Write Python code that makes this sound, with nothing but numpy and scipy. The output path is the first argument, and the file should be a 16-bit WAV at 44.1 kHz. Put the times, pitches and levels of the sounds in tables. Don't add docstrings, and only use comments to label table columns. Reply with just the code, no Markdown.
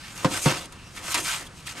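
import sys
import numpy as np
from scipy import signal
from scipy.fft import rfft, irfft
from scipy.io import wavfile

SR = 44100
rng = np.random.default_rng(int(sys.argv[2]) if len(sys.argv) > 2 else 0)


def dump(signal):
    limited = np.clip(np.atleast_2d(signal).T, -1, 1)
    pcm = np.round(limited * 32767).astype(np.int16)
    wavfile.write(sys.argv[1], SR, pcm)


N = 79380

# f/Hz, relative level/dB per Hz
FLAME_SPECTRUM = [(20, -4.5), (100, -1), (165, -2), (450, -18), (900, -26)]
OVEN_HISS_SPECTRUM = [(400, -9), (1200, 7), (2900, 1), (5000, -2), (9300, -5), (11500, -19), (14500, -25)]
# f/Hz, side minus mid/dB
WIDTH = [(60, -19), (1400, -12.5), (5500, -5.5), (9000, -19.5), (11000, -8.5), (13000, 2)]
# t/s, treble level/dB, upper-mid level/dB, mid level/dB
SLIDE_IN = [(0.004, -55, -46, -50.5), (0.15, -50, -50.5, -47), (0.2, -45, -43.5, -43)]
PULL = [(0.285, -49, -46.5, -47), (0.317, -37.5, -35.5, -38), (0.373, -34.5, -32.5, -32.5),
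        (0.406, -38, -43.5, -45), (0.44, -30.5, -34.5, -48.5)]
RUN_OUT = [(0.494, -34.5, -29.5, -27.5), (0.569, -42, -37, -37), (0.663, -53.5, -51, -52),
           (0.68, -78, -65, -59)]
SECOND_STROKE = [(0.939, -57, -57, -58), (0.976, -45, -42, -41), (1.014, -53, -50, -47.5),
                 (1.036, -44.5, -44.5, -42.5), (1.125, -32, -33.5, -33), (1.139, -40, -32, -39)]
THIRD_STROKE = [(1.194, -34.5, -34.5, -34), (1.233, -41, -45.5, -53), (1.255, -33, -34, -35),
                (1.336, -34.5, -31.5, -33), (1.44, -49.5, -49.5, -44.5), (1.476, -52, -54, -60),
                (1.49, -79, -84, -51)]
NUDGES = [(1.575, -55, -54.5, -66), (1.645, -60.5, -57.5, -59), (1.672, -42, -40, -45),
          (1.724, -45, -42, -41.5), (1.741, -58, -56, -53), (1.78, -45.5, -41.5, -40.5)]
# f/Hz, relative level/dB per Hz
HISS_SPECTRUM = [(4800, -14), (6200, -1), (9400, -3), (10500, -10.5), (12400, -10.5), (13300, -18.5),
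                 (15500, -17)]
SCRATCH_SPECTRUM = [(1900, -7.5), (2600, 2), (5700, -4), (7000, -46)]
RASP_SPECTRUM = [(500, -7), (720, -3.5), (930, 2), (1300, 4), (2300, -4.5), (3200, -19)]
# f/Hz, rubbed level/dB, struck level/dB
BLADE_MODES = [(961, -11, 1), (1307, -5, -0.5), (1575, -12, -15), (1812, -7, -12), (2130, -5, -16),
               (2380, -22, -6), (2770, -1, -7), (3300, 1, -2.5), (4000, -25, -12), (6450, -19, -22),
               (6866, 1, -1.5)]
# t/s, level/dB
DRAG_LEVEL = [(0.1, -64), (0.32, -36.5), (0.43, -46), (0.499, -30.5), (0.68, -53.5), (0.92, -60),
              (1.08, -43.5), (1.135, -54), (1.174, -34), (1.3, -57.5), (1.41, -49), (1.65, -63),
              (1.79, -46)]
# f/Hz, level/dB
DRAG_COLOUR = [(260, 3), (1200, -3)]
# t/s, level/dB
CRUMB_TIMES = [(0.13, -43), (0.158, -39), (0.657, -38), (0.668, -53)]
# f/Hz, relative level/dB per Hz, t60/s
SNAP = [(2500, -17, .03), (6950, 13, 0.013), (12000, 6, 0.011), (15100, -18, 0.023)]
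# t/s, level/dB, snap relative to it/dB
CLACK_TIMES = [(0.177, -38, 4), (0.7226, -42.5, -24), (0.9629, -40.5, -12), (1.1433, -18.5, -6),
               (1.1754, -33, -18), (1.666, -41, -12)]
# f/Hz, relative level/dB per Hz, t60/s
CLACK_NOISE = [(250, -8, 0.49), (574, -10.5, 0.5), (960, 3, 0.17), (2500, 4, 0.19), (4200, 3, 0.075),
               (10800, 1, 0.06), (15000, -41, .06)]
# t/s, body level/dB, contact brightness f/Hz, clatter level/dB, low-thump lag/s
KNOCK_TIMES = [(0.2458, -13.5, 2200, -18, 0.00405), (0.4577, -9, 900, -18, 0.002)]
# f/Hz, t60/s, first-knock level/dB, second-knock level/dB
BODY_MODES = [(137, 0.087, -0.5, 0), (177, 0.066, 1.5, 1), (280.3, 0.17, -6.5, -11.5),
              (365.3, 0.13, -10.5, -15.5), (523.7, 0.15, -5, -9), (717.4, 0.14, -19, -15.5),
              (922, 0.2, -12.5, -10.5), (1052, 0.048, 0.5, -24), (1113, 0.13, -13.5, -9),
              (1251, 0.048, -3, -15), (1456, 0.15, -25, -10.5)]
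# f/Hz, relative level/dB per Hz, t60/s
CLATTER = [(60, -13, 0.68), (175, 5.5, 0.273), (390, -3.5, 0.14), (720, -2.5, 0.11), (1060, -1, 0.15),
           (1820, -4, 0.076), (8000, -15, 0.066), (14800, -48, 0.039)]
# t/s, pitch f/Hz, level/dB, time from peak to 1/e/s
SQUEAK_TIMES = [(0.817, 2712, -54, 0.087), (0.88, 5650, -54.5, 0.024), (0.979, 2160, -37, 0.0047),
                (1.471, 3460, -44.5, 0.006), (1.682, 1800, -39, 0.0083)]
# f/Hz, phase/rad
PORT_PHASE = [(60, -0.025), (300, -0.5), (3800, -0.49), (7400, 0.17)]

FLAME_DB, OVEN_HISS_DB = -48, -52
HISS_DB, SCRATCH_DB, RASP_DB = 1.5, 0.5, -1.02
GRAINS_PER_S, GRAIN_SPREAD_DB = 6500, 2.5
CATCHES_PER_S, CATCH_DB = 90, 7.5 + 20 * np.log10(2)
JUDDER_DB, JUDDER_HZ = 1.33, 69
BLADE_WIDTH_HZ, BLADE_RING_DB, CLACK_RING_DB = 16.3, 1.5, -9.5
PLATE_LOW_HZ, PLATE_HIGH_HZ, PLATE_WIDTH_HZ, PLATE_DB = 1509, 12980, 61, -7.5
PLATE_MODES = 64
WANDER_DB, WANDER_PER_S = 7.5, 34
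CAVITY_T60_S, CAVITY_DB = 0.11, -11
DRAG_WIDTH_HZ, SQUEAK_WIDTH_HZ = 69, 200
THUMP_BELOW_HZ = 330
BOUNCE_S, BOUNCE_DB = 0.0115, -9
SKIRT_DB_PER_OCTAVE, CUTOFF_HZ = 24, 16100


def from_db(db):
    return 10 ** (np.asarray(db) / 20)


def rms_one(x):
    return x / np.sqrt(np.mean(x ** 2) + 1e-20)


def at_hz(table, hz, axis=1):
    table = np.array(table)
    return np.interp(np.log(np.maximum(hz, 1)), np.log(table[:, 0]), table[:, axis])


def over_time(s, db):
    return from_db(np.interp(np.arange(N) / SR, s, db))


def coloured(x, spectrum):
    hz = np.maximum(np.arange(N + 1) * SR / (2 * N), 1)
    octaves_out = np.abs(np.log2(hz / np.clip(hz, spectrum[0][0], spectrum[-1][0])))
    gain = from_db(at_hz(spectrum, hz) - SKIRT_DB_PER_OCTAVE * octaves_out)
    return irfft(rfft(x, 2 * N) * gain)[..., :N]


def drift(rate_hz):
    r = np.exp(-2 * np.pi * rate_hz / SR)
    noise = rng.standard_normal(2 * N)
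    return rms_one(signal.lfilter([1], [1, -2 * r, r * r], noise)[N:])


def clicks(times, db):
    out = np.zeros(N)
    out[np.clip(np.asarray(times) * SR, 0, N - 1).astype(int)] = from_db(db)
    return out


def stereo(mid, side):
    return np.array([mid + side, mid - side])


def spread(source):
    return stereo(source(), coloured(source(), WIDTH))


def ring(x, hz, t60):
    r, w = from_db(-60 / (t60 * SR)), 2 * np.pi * hz / SR
    return signal.lfilter([0, np.sin(w)], [1, -2 * r * np.cos(w), r * r], x + 1e-18)


def resonance(x, hz, width):
    r = np.exp(-np.pi * width / SR)
    feed = np.array([1, 0, -1]) * (1 - r * r) / 2
    return signal.lfilter(feed, [1, -2 * r * np.cos(2 * np.pi * hz / SR), r * r], x)


def burst(table, start, db):
    t, edges = np.arange(SR // 2) / SR, np.geomspace(45, 16000, 18)
    out, power = 0, 0
    for low, high in zip(edges, edges[1:]):
        hz = np.sqrt(low * high)
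        band = signal.butter(2, [low, high], "band", fs=SR, output="sos")
        noise = signal.sosfilt(band, rng.standard_normal((2, len(t))))
        gain = from_db(at_hz(table, hz))
        mid, side = gain * noise * from_db(-60 * t / at_hz(table, hz, axis=2))
        out = out + stereo(mid, side * from_db(at_hz(WIDTH, hz)))
        power += gain ** 2 * (high - low) / (SR / 2)
    levelled = out * from_db(db) / np.sqrt(power)
    return np.pad(levelled, ((0, 0), (int(start * SR), N)))[:, :N]


def fire():
    rumble = spread(lambda: rms_one(coloured(rng.standard_normal(N), FLAME_SPECTRUM)))
    hiss = spread(lambda: rms_one(coloured(rng.standard_normal(N), OVEN_HISS_SPECTRUM)))
    return from_db(FLAME_DB) * rumble + from_db(OVEN_HISS_DB) * hiss


def grit():
    sizes = from_db(GRAIN_SPREAD_DB * np.minimum(rng.exponential(1, N), 3)) * rng.choice([-1, 1], N)
    catches = from_db(CATCH_DB) * np.sign(sizes) * (rng.random(N) < CATCHES_PER_S / SR)
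    return sizes * (rng.random(N) < GRAINS_PER_S / SR) + catches


def wander():
    gains = from_db(WANDER_DB * np.clip(rng.standard_normal(200), -2, 2))
    return np.interp(np.arange(N) / SR * WANDER_PER_S, np.arange(len(gains)), gains)


def cavity(x):
    t = np.arange(SR // 4) / SR
    tail = rng.standard_normal(len(t)) * from_db(-60 * t / CAVITY_T60_S)
    return x + from_db(CAVITY_DB) * signal.fftconvolve(x, tail / np.linalg.norm(tail))[:N]


def friction(spectrum):
    grains = grit()
    places = (np.arange(PLATE_MODES) + rng.random(PLATE_MODES)) / PLATE_MODES
    plate_hz = PLATE_LOW_HZ + places * (PLATE_HIGH_HZ - PLATE_LOW_HZ)
    blade = [(hz, BLADE_WIDTH_HZ, db) for hz, db, _ in BLADE_MODES]
    plate = [(hz, PLATE_WIDTH_HZ, PLATE_DB) for hz in plate_hz]
    rung = sum(from_db(db + BLADE_RING_DB) * resonance(grains * wander(), hz, width)
               for hz, width, db in blade + plate if spectrum[0][0] < hz < spectrum[-1][0])
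    return rms_one(coloured(cavity(grains + rung), spectrum))


def shudder():
    grains = grit()
    shaken = sum((-1) ** k * resonance(grains, hz, DRAG_WIDTH_HZ) for k, (hz, *_) in enumerate(BODY_MODES))
    return rms_one(coloured(shaken, DRAG_COLOUR))


def scrape():
    strokes = np.vstack([SLIDE_IN, PULL, RUN_OUT, SECOND_STROKE, THIRD_STROKE, NUDGES])
    s, treble, upper, mids = strokes.T
    hiss = over_time(s, HISS_DB + treble) * spread(lambda: friction(HISS_SPECTRUM))
    scratch = over_time(s, SCRATCH_DB + upper) * spread(lambda: friction(SCRATCH_SPECTRUM))
    rasp = over_time(s, RASP_DB + mids) * spread(lambda: friction(RASP_SPECTRUM))
    drag = over_time(*np.transpose(DRAG_LEVEL)) * spread(shudder)
    return (hiss + scratch + rasp + drag) * from_db(JUDDER_DB * drift(JUDDER_HZ))


def crumbs():
    return sum(burst(SNAP, s, db) for s, db in CRUMB_TIMES)


def clacks():
    times, levels, _ = np.transpose(CLACK_TIMES)
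    touches = clicks(times, levels)
    blade_t60 = np.log(1000) / (np.pi * BLADE_WIDTH_HZ)
    rung = sum((-1) ** k * from_db(db + CLACK_RING_DB) * ring(touches, hz, blade_t60)
               for k, (hz, _, db) in enumerate(BLADE_MODES))
    edge = sum(burst(CLACK_NOISE, s, db) + burst(SNAP, s, db + snap_db) for s, db, snap_db in CLACK_TIMES)
    return rung + edge


def knocks():
    out = 0
    for place, (s, body_db, bright_hz, clatter_db, lag_s) in enumerate(KNOCK_TIMES):
        contact = signal.butter(1, min(bright_hz, SR / 4), fs=SR)
        for k, (hz, t60, *db) in enumerate(BODY_MODES):
            push = signal.lfilter(*contact, clicks([s + lag_s * (hz < THUMP_BELOW_HZ)], [body_db]))
            out = out + (-1) ** k * from_db(db[place]) * ring(push, hz, t60)
        out = out + burst(CLATTER, s, clatter_db)
        out = out + burst(CLATTER, s + BOUNCE_S, clatter_db + BOUNCE_DB)
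    return out


def squeaks():
    t = np.arange(N) / SR
    out = 0
    for s, hz, db, length in SQUEAK_TIMES:
        swell = np.exp(-((t - s) / length) ** 2)
        out = out + from_db(db) * swell * rms_one(resonance(grit(), hz, SQUEAK_WIDTH_HZ))
    return out


def scene():
    return fire() + scrape() + crumbs() + clacks() + knocks() + squeaks()


def ports(x):
    phase = at_hz(PORT_PHASE, np.arange(N + 1) * SR / (2 * N))
    return irfft(rfft(x, 2 * N) * np.exp(1j * np.array([phase, -phase]) / 2))[:, :N]


def record(dry):
    rounded = .8 * np.tanh(ports(dry) / .8)
    return signal.sosfilt(signal.cheby2(12, 70, CUTOFF_HZ, fs=SR, output="sos"), rounded)


dry = scene()
out = record(dry)
dump(out)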